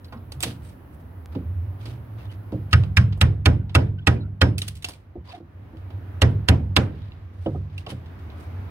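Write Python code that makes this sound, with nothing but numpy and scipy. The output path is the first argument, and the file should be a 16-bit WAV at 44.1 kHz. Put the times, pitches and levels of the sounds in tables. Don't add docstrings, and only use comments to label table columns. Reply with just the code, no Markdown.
import sys
import numpy as np
from scipy import signal
from scipy.fft import irfft, next_fast_len
from scipy.io import wavfile
from scipy.ndimage import uniform_filter1d

SR = 44100
rng = np.random.default_rng(int(sys.argv[2]) if len(sys.argv) > 2 else 0)


def master(y):
    cut = np.clip(np.atleast_2d(y).T, -1, 1)
    pcm = np.round(cut * 32767)
    wavfile.write(sys.argv[1], SR, pcm.astype(np.int16))


def how_loud(loudness_db):
    steps = np.asarray(loudness_db, float) / 20
    return 10 ** steps


N = 383669
TIME = np.arange(N) / SR
GROWTH = TIME / TIME[-1]


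def on_log(table, hz):
    f, v = np.transpose(table)
    return np.interp(np.log(hz), np.log(f), v)


def bass_share(hz):
    return np.clip(np.log2(1800 / hz), 0, 1)


def treble_share(hz):
    return np.clip(np.log2(hz / 4000), 0, 1)


def band_noise(hz, count):
    size = next_fast_len(N)
    f = np.fft.rfftfreq(size, 1 / SR)
    lo, hi = np.searchsorted(f, [hz * 2 ** (-1 / 3), min(hz * 2 ** (1 / 3), 16400)])
    window = np.cos(np.pi / 2 * 3 * np.log2(f[lo:hi] / hz))
    window = window * how_loud(-12 * (f[lo:hi] > 15850))
    draws = rng.standard_normal((count, hi - lo)) + 1j * rng.standard_normal((count, hi - lo))
    spec = np.zeros((count, len(f)), complex)
    spec[:, lo:hi] = window * draws
    return irfft(spec, size)[:, :N] * np.sqrt(size * SR) / 2


def walk(rate):
    k = int(SR / rate)
    held = np.repeat(rng.standard_normal(N // k + 1), k)
    return 1.6 * uniform_filter1d(uniform_filter1d(held, k), k)[:N]


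def fades(start_s, level_db, t60_s, rise=0.0024):
    power = np.zeros(N)
    for s, db, t60 in np.broadcast(start_s, level_db, np.clip(t60_s, .004, 2)):
        i = int(s * SR)
        t = TIME[:min(int(1.2 * t60 * SR), N - i)]
        power[i:i + len(t)] += how_loud(2 * (db - 60 * t / t60)) * (1 - np.exp(-t / rise)) ** 2
    return np.sqrt(power)


BITE_S = .006


def ring(modes, gain, build, sag=0):
    hz, db, t60 = np.transpose(modes)[:3, :, None]
    t = TIME[:int(min(.9, 1.3 * np.max(t60)) * SR)]
    cycles = hz * (t + sag * BITE_S * (1 - np.exp(-t / BITE_S)))
    size = how_loud(db - 60 * t / t60) * (1 - np.exp(-t * hz / build))
    return gain @ (size * np.sin(2 * np.pi * cycles))


LEFT_LAG, CHISEL_LAG = 6, 3


def add(out, x, s, pan_db, left_lag=LEFT_LAG):
    for ch, lag, db in ((0, left_lag, pan_db / 2), (1, 0, -pan_db / 2)):
        i = int(s * SR) + lag
        x_ch = np.atleast_2d(x)[ch % np.ndim(x), :N - i]
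        out[ch, i:i + len(x_ch)] += how_loud(db) * x_ch


def peak(x, db):
    return x * how_loud(db) / np.max(np.abs(x))


PANEL_DB, LOOSE_DB = -20.5, 9.5
SEATED_S, SEATING_S = 3.535, 0.68


def panel_level(s):
    return PANEL_DB - LOOSE_DB * np.clip((SEATED_S - s) / SEATING_S, 0, 1)


DUCK_DB, DUCK_SHARE = 18, .27
DUCK_ATTACK_S, DUCK_HOLD_S, DUCK_RELEASE_S = .06, 1, 0.41
CLICK_S, CLICK_DB = 1.2592, -29
BEFORE_CLICK_DB = 0.5


def duck():
    out = np.zeros(N)
    for s in np.array(BLOWS)[:, 0]:
        i = int(s * SR)
        t = TIME[:N - i]
        pulled = out[i] + DUCK_SHARE * (DUCK_DB - out[i]) * (1 - np.exp(-t / DUCK_ATTACK_S))
        out[i:] = pulled * np.exp(-np.maximum(t - DUCK_HOLD_S, 0) / DUCK_RELEASE_S)
    return out + BEFORE_CLICK_DB * (TIME < CLICK_S)


# pitch_hz, level_db (per Hz)
HISS = [(5000, -33), (8500, -17), (11000, -1), (13000, 0), (18000, 1)]
# pitch_hz, level_db
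MIC = [(5000, 1), (7500, 1), (10000, 6.5), (12800, -9.5), (16000, -2.5)]
HISS_DB = -67


def hiss(hz, duck_db):
    return how_loud(HISS_DB - duck_db + on_log(HISS, hz) - on_log(MIC, hz) - 39.0)


# pitch_hz, level_db (per Hz)
STREET = [(15, -73), (25, -41), (43, -20.5), (67, -8.5), (92, -9.5), (160, -21), (273, -20.5), (323, -25),
          (499, -30), (536, -29), (828, -31), (1600, -39.5), (4000, -56.5), (6500, -67.5), (10400, -91),
          (17600, -120)]
STREET_DB, STREET_SWELL_DB, STREET_BRIGHTER_DB = -54.5, 6, 4.5
STREET_DUCK, DRONE_DUCK = 0.68, .6


def street(hz, duck_db):
    flicker_db = .8 * walk(9)
    level_db = STREET_DB + STREET_SWELL_DB * GROWTH - STREET_DUCK * duck_db
    brighter_db = STREET_BRIGHTER_DB * (1 - bass_share(hz)) * GROWTH
    return how_loud(level_db + on_log(STREET, hz) + 0.5 + flicker_db + brighter_db)


# time_s, pitch_hz
DRONE_HZ = [(0, 84.83), (1.25, 85.5), (1.4, 80.37), (2.0, 112.3), (2.3, 99.57), (5.5, 94.5), (7, 91.25),
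            (8.7, 85.93)]
# time_s, level_db
DRONE_DB = [(0, -43), (.46, -34.5), (.89, -54), (1.19, -35.5), (1.5, -25.5), (1.94, -33), (2.62, -35),
            (4.5, -35.5), (4.94, -36.5), (5.3, -39.5), (6.08, -27), (7.05, -27), (7.39, -29), (7.8, -29.5),
            (7.97, -35.5), (8.38, -29.5), (8.7, -29.5)]
# time_s, left_minus_right_db
DRONE_PAN_DB = [(0, -1.6), (7.6, -1.4), (8.1, 0), (8.7, 0)]
SWAY_DB, SWAY_RISE_S, SWAY_T60_S = -11.5, 0.14, 0.7


def drone(duck_db):
    hz = np.interp(TIME, *np.transpose(DRONE_HZ)) * (1 + 0.022 * walk(3))
    slow_filter = signal.butter(3, 10, fs=SR, output="sos")
    slow = signal.sosfilt(slow_filter, rng.standard_normal((2, N)))
    x = np.real((slow[0] + 1j * slow[1]) * np.exp(2j * np.pi * np.cumsum(hz) / SR))
    s, _, hull_db = np.transpose(BLOWS)[:3]
    engine = how_loud(np.interp(TIME, *np.transpose(DRONE_DB)))
    sway = fades(s, hull_db + SWAY_DB, SWAY_T60_S, rise=SWAY_RISE_S)
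    size = np.hypot(engine, sway) * how_loud(-DRONE_DUCK * duck_db - 2.0)
    pan_db = np.interp(TIME, *np.transpose(DRONE_PAN_DB)) * [[.5], [-.5]]
    return x / np.std(x) * size * how_loud(pan_db)


# start_s, length_s, from_hz, to_hz, level_db
BIRD = [
    (5.128, .055, 4080, 3080, -80),
    (5.187, .057, 3100, 2770, -77),
]


def bird():
    out = np.zeros(N)
    flutter, waver = how_loud(3.0 * walk(90)), 1 + .012 * walk(120)
    for s, length, from_hz, to_hz, db in BIRD:
        share = np.clip((TIME - s) / length, 0, 1)
        hz = from_hz + (to_hz - from_hz) * share ** 2
        tone = np.sin(2 * np.pi * np.cumsum(hz * waver) / SR)
        out += how_loud(db) * np.sin(np.pi * share) * flutter * tone
    return out


# start_s, length_s, pitch_hz, level_db
CREAKS = [(3.6, .04, 1500, -66), (0.625, 0.075, 8600, -70), (2.19, .04, 2700, -66), (2.245, .03, 3600, -68),
          (2.285, 0.04, 3000, -64), (3.984, 0.018, 3026, -58), (3.979, 0.035, 1514, -64),
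          (4.012, .025, 3282, -66), (4.155, .03, 2450, -62), (4.2, .08, 1400, -65), (4.2, .04, 4000, -64),
          (4.93, .02, 2400, -62), (5.265, 0.06, 980, -58), (5.28, .035, 4750, -60),
          (5.281, 0.055, 3650, -60), (5.345, .015, 3700, -57), (5.31, 0.05, 1700, -66),
          (5.36, 0.032, 700, -58), (5.308, 0.025, 2650, -59), (5.34, 0.025, 2300, -62),
          (5.325, 0.05, 720, -48), (5.345, 0.026, 370, -54), (5.372, .02, 310, -53), (6.85, .06, 1500, -63),
          (7.02, .03, 3800, -66)]
CREAK_BLUR_HZ, CREAK_STEADY = 1500, .6


def creaks():
    out, grip = np.zeros((2, N)), walk(220) + 1j * walk(300)
    for row, (s, length, hz, db) in enumerate(CREAKS):
        t = TIME[:int(length * SR)]
        steps = row * 9973 + t * SR * max(hz / CREAK_BLUR_HZ, .5)
        own_grip = grip[steps.astype(int) % N]
        tone = np.imag((CREAK_STEADY + own_grip) * np.exp(2j * np.pi * hz * t))
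        add(out, how_loud(db + 6.0) * np.sin(np.pi * t / length) * tone, s, -2.5)
    return out


def bare_click():
    out = np.zeros((2, N))
    out[:, int(CLICK_S * SR):][:, :40] += how_loud(CLICK_DB) * np.exp(-np.arange(40) / 5)
    return out


# start_s, length_s, level_db, over_6khz_db, under_1500hz_db
SCUFFS = [(0.393, 0.18, -47, -8, 2), (0.598, 0.15, -58.5, 4, -18), (.92, .045, -78, 18.5, -3),
          (0.993, .035, -74.5, 13.5, -3), (1.313, 0.054, -58, -8, 13), (1.785, 0.2, -52, -1.5, 0),
          (2.16, 0.13, -56, -8, 13.5), (2.296, 0.069, -57.5, -6, -5), (4.6, .19, -58, 2, -6),
          (4.85, 0.12, -56, 2, 6), (5.242, 0.17, -48, -8, 10), (6.84, .42, -62, -15, -3),
          (7.315, 0.38, -66.5, 2.5, -3), (7.72, .15, -63, -4, -3), (7.879, 0.059, -41.5, -2, 9),
          (8.354, 0.13, -65.5, 8, -13)]
SCUFF_GRIP, SCUFF_LIFT, SCUFF_EASE_DB = .3, .38, 3


def scuff_levels():
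    rows = []
    shape = ((0, -30), (SCUFF_GRIP, 0), (1 - SCUFF_LIFT, -SCUFF_EASE_DB), (1, -30))
    for s, length, db, high_db, low_db in SCUFFS:
        rows.append((s - .001, how_loud(-70), high_db, low_db))
        for share, down_db in shape:
            rows.append((s + share * length, how_loud((db + down_db) / 2), high_db, low_db))
        rows.append((s + length + .001, how_loud(-70), high_db, low_db))
    rows = np.array(rows)
    size, high, low = (np.interp(TIME, rows[:, 0], rows[:, k]) for k in (1, 2, 3))
    return 2 * 20 * np.log10(size), high, low


# pitch_hz, width_hz, level_db
SCUFF_RING = [(720, 50, -3), (970, 67, -23), (2600, 1400, -1), (3600, 300, -6), (4760, 620, -12.5)]
# pitch_hz, level_db (per Hz)
TICK = [(250, -0.5), (600, -5), (2000, -8), (2700, 1), (3400, -1), (4500, -1.5), (7000, -3), (10000, 2.5),
        (16000, -5)]


def scuffs(hz, levels, grit, press):
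    level_db, high_db, low_db = levels
    body = sum(how_loud(db) / np.hypot(1, 2 * (hz - f) / (w + hz / 5)) for f, w, db in SCUFF_RING)
    tilt_db = bass_share(hz) * (low_db - 3.5) + treble_share(hz) * (high_db - 8.0 + on_log(TICK, hz))
    thin_db = 4.4 * max(np.log2(600 / hz), 0)
    return grit * press * (0.9 + body) * how_loud(level_db - 47.5 + tilt_db - thin_db)


# start_s, peak_db, under_1200hz_db, over_6khz_db
SPLINTERS = [(0.045, -48.5, -30, -5), (0.3202, -36, 0, -3.5), (0.405, -32.5, -3, 2), (.42, -39, -10, -3),
             (1.351, -40, 14.5, -28), (2.835, -37, 6, -20.5), (3.1242, -33.5, -3, -26),
             (4.5812, -24.5, -28.5, -1), (4.6176, -22, -11.5, -8.5), (4.68, -28.5, -16, -2.5),
             (4.8439, -19, -10.5, -10.5), (5.62, -69, 6, -37), (5.904, -46.5, 13, -22),
             (7.1193, -50, -20, -41), (7.4605, -43, 21.5, -50), (7.779, -34.5, -40, -10.5),
             (8.3005, -44.5, -14, -30)]
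# start_s, peak_db, under_1200hz_db, over_6khz_db
TICKS = [(0.1237, -43, 7, -19), (0.4265, -17.5, -13, -3), (0.4327, -19.5, -1.5, -11), (0.689, -52, -20, -4),
         (1.81, -50, -20, -20), (1.8549, -36.5, -4, -16), (2.521, -43.5, -21, -18),
         (2.7104, -40, -13.5, -11), (3.1733, -62, 26, 8), (3.693, -40.5, -0.5, -26),
         (3.9851, -54, -6.5, -36), (4.7524, -43, -29.5, -2), (4.768, -45, -25, -4),
         (4.8231, -38, -18.5, -4.5), (4.8863, -31.5, 2.5, -4), (4.934, -43, -20, -8.5),
         (5.7694, -53.5, 1.5, -15), (7.698, -55, -5, -24), (7.864, -38, 7, -18), (7.9023, -36.5, 3.5, -8),
         (8.058, -53, -15, -20), (8.1883, -56, -15, -10)]
SPLINTER_T60_S, SPLINTER_PAN_DB, TICK_T60_S, TICK_PAN_DB = 0.038, -14, 0.058, -8.5


def ticks(hz, grit):
    rows = [(*row, SPLINTER_T60_S, SPLINTER_PAN_DB) for row in SPLINTERS]
    rows += [(*row, TICK_T60_S, TICK_PAN_DB) for row in TICKS]
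    s, peak_db, low_db, high_db, t60, pan_db = np.transpose(sorted(rows))
    high = treble_share(hz)
    band_db = peak_db - 40.5 + bass_share(hz) * (low_db + 5) + high * (high_db - 4) + on_log(TICK, hz)
    snap = fades(s, band_db - 3.5, 0.0024, rise=0.00016)
    snap += fades(s, band_db + 1.0, t60, rise=0.00065)
    snap += fades(s + 0.0074, band_db - 4.5, .006, rise=.0002)
    side_db = .5 * np.interp(TIME, s, pan_db)
    direct = grit * snap * how_loud(np.array([side_db, -side_db]) / (2 + 2.3 * high))
    echo = fades(s, band_db - 11.5, 3.86 * t60, rise=0.0013)
    return direct, echo


# start_s, peak_db, pitch_hz, t60_s
PINGS = [(.0445, -45, 4080, .04), (.0445, -49, 4600, .05), (.0445, -53, 5130, .04), (.083, -54, 4080, .05),
         (.083, -59, 4600, 0.04), (.122, -58, 4600, .04), (.172, -61, 5100, 0.04), (.176, -60, 4100, .04),
         (.3215, -32, 4530, 0.018), (.4054, -28, 9200, 0.0046), (.4054, -27.5, 13500, .004),
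         (.4056, -32, 3580, .012), (.412, -42, 3600, .015), (.4266, -15.5, 8000, 0.0052),
         (.4268, -25, 11000, .005), (.4312, -19.5, 2500, .012), (.4312, -21, 7800, 0.0087),
         (.4325, -25, 13500, 0.0074), (.4378, -23, 4005, .008), (.6875, -52, 8300, .01),
         (1.811, -50, 3500, .03), (1.855, -43, 4600, 0.065), (4.583, -28, 4950, 0.017),
         (4.6177, -17, 3850, .012), (4.684, -31, 9800, 0.024), (4.8448, -22, 2700, 0.03),
         (4.8485, -26.5, 7000, .01), (4.887, -31, 5030, .012), (4.893, -35, 9500, .015),
         (7.7795, -48, 5200, .008), (7.46, -36.5, 3000, .04), (3.124, -45, 3150, .03),
         (3.172, -55, 3000, .04), (2.836, -44.5, 3000, .03), (7.781, -28.5, 2710, 0.023),
         (7.865, -42, 4700, .01), (7.868, -29, 2880, .012), (7.903, -33, 3110, .03),
         (7.914, -38.5, 10180, .01), (7.12, -43, 2700, .02), (7.12, -45, 4000, .015),
         (4.583, -27, 2600, .02), (4.6225, -30, 9500, .012), (4.6225, -28, 2900, .015),
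         (4.682, -30, 2700, .02), (4.893, -36, 4400, .02), (4.92, -42, 4500, .015),
         (4.936, -44, 4300, .015), (2.7295, -16, 4200, .02), (2.735, -19, 4900, .02),
         (4.8235, -38, 3660, .015)]
# start_s, peak_db, pitch_hz, t60_s
NOTES = [(.124, -42, 850, .04), (.127, -38, 1050, 0.11), (.126, -44, 1410, .07), (.126, -50, 2400, .05),
         (.155, -33.5, 230, 0.14), (.36, -30.5, 130, 0.18), (2.522, -31.5, 302, 0.24),
         (5.155, -31, 352.3, 0.11), (5.155, -43, 694, 0.069), (5.4, -40.5, 337, 0.14),
         (5.732, -39.5, 321, 0.18), (7.46, -22.5, 325, 0.14), (7.46, -27.5, 750, 0.05),
         (7.468, -28, 615, 0.077), (7.466, -44, 1270, 0.065), (7.547, -33, 738, .05),
         (7.556, -45.5, 1255, .06), (4.85, -43, 720, .08), (4.63, -45, 1200, .03)]


def pings():
    out = np.zeros((2, N))
    for table, pan_db in ((PINGS, -2.5), (NOTES, -2.2)):
        for (s, db, hz, t60), c in zip(table, rng.standard_normal((len(table), 2))):
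            pair = [(hz, 0, t60), (hz * (1 + .04 * c[0]), -7, t60)]
            add(out, peak(ring(pair, np.ones(2), 2.5), db), s, pan_db + c[1])
    return out


# start_s, peak_db, hull_boom_db, centre_hz, t60_s
KNOCKS = [(0.124, -37.5, -36, 1201, 0.24), (0.453, -29.5, -29.5, 332, 0.32), (1.353, -24, -25.5, 276, 0.35),
          (1.862, -39, -37, 322.7, 0.72), (2.522, -25, -22.5, 380.2, 0.26), (5.155, -35, -32, 320, 0.2),
          (5.402, -42.5, -45, 343, 0.16), (5.732, -46, -39, 328, 0.17), (7.461, -24.5, -22.5, 450, 0.25),
          (7.55, -30, -24, 315.5, 0.23), (7.867, -32, -35.5, 699, 0.097), (7.919, -32.5, -29, 291, 0.11)]
KNOCK_SPREAD_OCT = 1


def knocks():
    out = np.zeros((2, N))
    chance = rng.standard_normal((len(KNOCKS), 100))
    octaves = np.arange(-20, 20) / 10
    crowd_db = -5.0 * (octaves / KNOCK_SPREAD_OCT) ** 2 - 3.0 * octaves
    for (s, db, hull_db, hz, t60), c in zip(KNOCKS, chance):
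        crowd_hz = hz * 2 ** (octaves + .04 * c[:40])
        crowd = np.c_[crowd_hz, crowd_db, t60 * (hz / crowd_hz) ** .6]
        gain = np.sign(c[40:80]) * how_loud(1.6 * c[:40])
        add(out, peak(ring(crowd, gain, 0.35), db + 3.5), s, -2.2)
        add(out, peak(ring(HULL, c[80:80 + len(HULL)], 7.2), hull_db + 3.5), s, -1.5)
    return out


# pitch_hz, level_db (per Hz)
YARD = [(29, -32.5), (50, -17), (108, -10), (184, -16), (337, -22.5), (420, -23), (630, -29), (1500, -30.5),
        (3000, -41.5), (4600, -48), (6500, -51.5), (16000, -83.5)]
# pitch_hz, t60_s
YARD_T60 = [(60, 1), (160, 0.56), (420, 0.36), (1100, 0.22), (3000, 0.26), (8000, 0.15), (15000, 0.76)]
WALL_S, WALL_DB = .072, -10
LOOSE_BELOW_HZ = 1100


def yard(hz):
    s, crack_db, hull_db = np.transpose(BLOWS)[:3]
    if hz < 200:
        blow_db = hull_db + 0.5
    else:
        blow_db = panel_level(s) + 15 if hz < LOOSE_BELOW_HZ else crack_db
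    patchy = how_loud(1.5 * walk(60))
    echoes = patchy * fades(s + 0.012, blow_db + on_log(YARD, hz) - 22.5, on_log(YARD_T60, hz), rise=0.001)
    return echoes + fades(s + WALL_S, crack_db + on_log(CRACK, hz) - 67.0 + WALL_DB, 0.018)


# pitch_hz, level_db (per Hz)
CRACK = [(350, -29), (600, -9.5), (1260, -7), (2010, -2.5), (2500, -8), (3250, 2.5), (3630, -7),
         (8390, -31.5), (10700, -23), (16000, -55)]


def cracks(hz):
    s, crack_db, _, top_db, _ = np.transpose(BLOWS)
    high = treble_share(hz)
    band_db = crack_db + on_log(CRACK, hz) - 30.0 + high * (top_db + 34)
    band_db = band_db + 0.7 * (hz < LOOSE_BELOW_HZ) * (panel_level(s) - PANEL_DB)
    crack = fades(s, band_db, 0.026 + 40 / hz, rise=0.0036)
    crack += fades(s - .005, band_db - 15.5, 0.023, rise=0.0056)
    return crack * how_loud(np.array([[-2], [2]]) * (1.5 - high))


BANDS = 35 * 2 ** np.arange(0, 9.2, 1 / 3)


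def noisy(duck_db):
    out = np.zeros((2, N))
    drag_levels = scuff_levels()
    grit = how_loud(2.5 * walk(400))
    press = uniform_filter1d(grit, size=900)
    alike = [(60, 0.95), (130, 0.93), (290, 0.83), (640, 0.019), (1400, 0.089), (3000, -0.038)]
    for hz in BANDS:
        near, mid, side = band_noise(hz, count=3)
        far = yard(hz) + street(hz, duck_db)
        direct = 0
        if hz > 250:
            tick_direct, tick_echo = ticks(hz, grit)
            direct = cracks(hz) + tick_direct
            far += tick_echo + scuffs(hz, drag_levels, grit, press)
        if hz > 4000:
            far += hiss(hz, duck_db)
        like = on_log(alike, hz)
        apart = np.sqrt(max(1 - like, 0) / 2) * side * np.array([[1], [-1]])
        pair = np.sqrt((1 + like) / 2) * mid + apart
        scatter = .3 + .4 * treble_share(hz)
        left = np.sqrt(1 - scatter) * np.roll(near, LEFT_LAG) + np.sqrt(scatter) * side[::-1]
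        heard = far * pair * how_loud([[-.8], [.8]]) + direct * np.array([left, near])
        out += how_loud(on_log(MIC, hz)) * heard
    return out


# start_s, crack_peak_db, hull_boom_db, treble_db, crack_pitch_hz
BLOWS = [
    (2.7289, -10.5, -8.5, -25, 2683),
    (2.969, -10, -8.5, -23.5, 2427),
    (3.212, -10, -9.5, -20.5, 2490),
    (3.457, -10.5, -8.5, -21.5, 2710),
    (3.7494, -8.5, -10.5, -22, 2662),
    (4.07, -8.5, -11, -23.5, 2477),
    (4.4142, -9.5, -10.5, -26, 2733),
    (6.2173, -10, -9.5, -22.5, 2733),
    (6.485, -10, -8.5, -20.5, 2866),
    (6.764, -6, -14, -24, 2714),
]
# seat_plank_db, rib_db, panel_db, blade_ring_share (of its t60), shank_db
LANDING = [
    (7, 3.5, -2, 1.2, 3),
    (-3, 1.5, -9.5, 1.14, 3.5),
    (-0.5, 1.5, -6, 0.74, -0.5),
    (3, -1, 1.5, 0.69, 0),
    (3.5, -3, 1, 0.8, -0.5),
    (2, -3, 0.5, 1.3, -2.5),
    (5, 2.5, 1.5, .6, 5),
    (-3, 0.5, -2, 0.63, -1),
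    (-3.5, -2, -1.5, 0.54, -4.5),
    (-12.5, -8, 2.5, .6, -11.5),
]
# pitch_hz, level_db, t60_s, side_of_node (+-1)
HULL = [(64.2, -5.9, .17, -1), (70.2, -26.8, .99, -1), (75.7, -11.7, .39, -1), (87.8, 9.2, .12, 1),
        (99.5, -16.5, 1.0, 1), (116.5, -4.8, .28, -1), (123.2, -1.6, .12, 1), (144.3, -24, 1.0, -1),
        (176.8, -11.1, .14, 1), (187.4, -31, 1.0, -1), (191.8, -13.5, .1, 1), (266, -11, .12, 1),
        (438, -21, .08, 1), (525, -19, .09, 1)]
HULL_BUILD_CYCLES, HULL_LATE_S, HULL_VARY_DB = 3.7, .001, .25


def hull_boom(out, blow, panel_db, c):
    s, hull_db = blow[0], blow[2]
    hz, sides = np.array(HULL)[:, 0], np.array(HULL)[:, 3]
    upper_db = (hz > 200) * (panel_level(s) - PANEL_DB + panel_db)
    gain = sides * how_loud(HULL_VARY_DB * c[:len(HULL)] + upper_db)
    add(out, how_loud(hull_db + 10.5) * ring(HULL, gain, HULL_BUILD_CYCLES), s + HULL_LATE_S, -1.5)


# pitch_hz, level_db, t60_s
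PANEL = [(220, -17.5, 0.19), (248, -8, 0.17), (287.5, -5.5, 0.27), (309.8, -4, 0.11), (350.3, -9.5, 0.35),
         (429, -5.5, 0.2), (519.4, -5.5, 0.18), (591, -14, 0.3), (683, -15, 0.28), (794, -7, 0.13),
         (1000, -9.5, 0.12), (1150, -7, 0.043)]
# pitch_hz, level_db, t60_s
PLANK = [(970, -13, 0.041), (1082, -10, 0.048), (1265, 1, 0.06), (1426, -8.5, .07), (1460, -8, 0.096)]
# pitch_hz, level_db, t60_s
RIB = [(1613, -4, 0.087), (1746, -3, .06), (1890, -4, .07), (1970, -8.5, .06), (2310, -7.5, 0.066),
       (2430, -6.5, 0.052), (2710, -5.5, .05), (2660, -9, .05)]
FRAME_DB, FRAME_BUILD_CYCLES = -7, 5.5
PORT_SPREAD_DB = 3


def panels_and_frame(out, blow, landing, c):
    s, crack_db = blow[:2]
    plank_db, rib_db, panel_db = landing[:3]
    ports = np.array([[1], [-1]])
    struck = np.sign(c[20:32]) * how_loud(1.5 * c[32:44])
    panel = ring(PANEL, struck * how_loud(PORT_SPREAD_DB * ports * c[168:180]), 0.88)
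    add(out, peak(panel, panel_level(s) + 6.5 + panel_db), s, -2.2)
    for part, db, k in ((PLANK, plank_db, 180), (RIB, rib_db, 190)):
        gain = np.sign(c[k:k + len(part)]) * how_loud(2 * c[k + 20:k + 20 + len(part)])
        balance = how_loud(PORT_SPREAD_DB * ports * c[:len(part)])
        add(out, how_loud(crack_db + FRAME_DB + db) * ring(part, gain * balance, FRAME_BUILD_CYCLES), s, -6)


# pitch_hz, level_db, t60_s
CHISEL = [(3150, -11.5, .016), (3600, -10, 0.028), (4115, -9, 0.025), (4417, -13, 0.015),
          (4860, -12, 0.015), (5360, -18.5, 0.012)]
# share_of_crack_pitch, level_db, t60_s
BLADE = [(.8, -7, .03), (.92, -0.5, .028), (1.0, -1, 0.03), (1.06, -6.5, 0.02)]
# pitch_hz, level_db (under the crack), t60_s
STEEL = [(5173, -33.5, .21), (5240, -36, .16), (3031, -33, .23), (3150, -36, .2), (1545, -29, .2),
         (1906, -29, .17), (2223, -31, .16)]
BITE_SAG = .1
BOUNCE_SHARE, BOUNCE_FADE = 0.47, 320


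def chisel_ring(out, blow, landing, c):
    s, crack_db, crack_hz = blow[0], blow[1], blow[4]
    free, shank_db = landing[3:]
    listed = np.vstack([CHISEL, np.array(BLADE) * [crack_hz, 1, free]])
    modes = np.repeat(listed, 3, axis=0) * np.c_[1 + .03 * c[140:170], np.ones((30, 2))]
    chisel = ring(modes, np.sign(c[45:75]) * how_loud(1.5 * c[75:105]), 2.2, BITE_SAG)
    heard = []
    for when, size in (c[110:122].reshape(2, 6), c[122:134].reshape(2, 6)):
        bounces = np.zeros(500)
        bounces[0] = 1
        late = (40 + 100 * np.abs(when)).astype(int).clip(1, 499)
        bounces[late] = BOUNCE_SHARE * size * np.exp(-late / BOUNCE_FADE)
        heard.append(np.convolve(chisel, bounces))
    pair = .35 * heard[0] + .65 * np.array(heard)
    add(out, peak(pair, crack_db + 2.5), s, -4.5, CHISEL_LAG)
    add(out, how_loud(crack_db + 1 + shank_db) * ring(STEEL, np.ones(len(STEEL)), 4.6), s, -2)


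def hammer():
    out = np.zeros((2, N))
    chance = rng.standard_normal((len(BLOWS), 220))
    for blow, landing, c in zip(BLOWS, LANDING, chance):
        hull_boom(out, blow, landing[2], c)
        panels_and_frame(out, blow, landing, c)
        chisel_ring(out, blow, landing, c)
    return out


def scene():
    duck_db = duck()
    background = drone(duck_db) + noisy(duck_db) + bird()
    handling = creaks() + bare_click() + pings() + knocks()
    return background + handling + hammer()


def band_limit(x):
    return signal.sosfilt(signal.butter(12, 16510, fs=SR, output="sos"), x)


def record(dry):
    x = signal.sosfilt(signal.butter(2, 35, "high", fs=SR, output="sos"), dry)
    x = x / (1 + x ** 4) ** .25 * .97
    x = signal.sosfilt(signal.ellip(8, .2, 60, 16300, fs=SR, output="sos"), x)
    return band_limit(x)


dry = scene()
out = record(dry)
master(out)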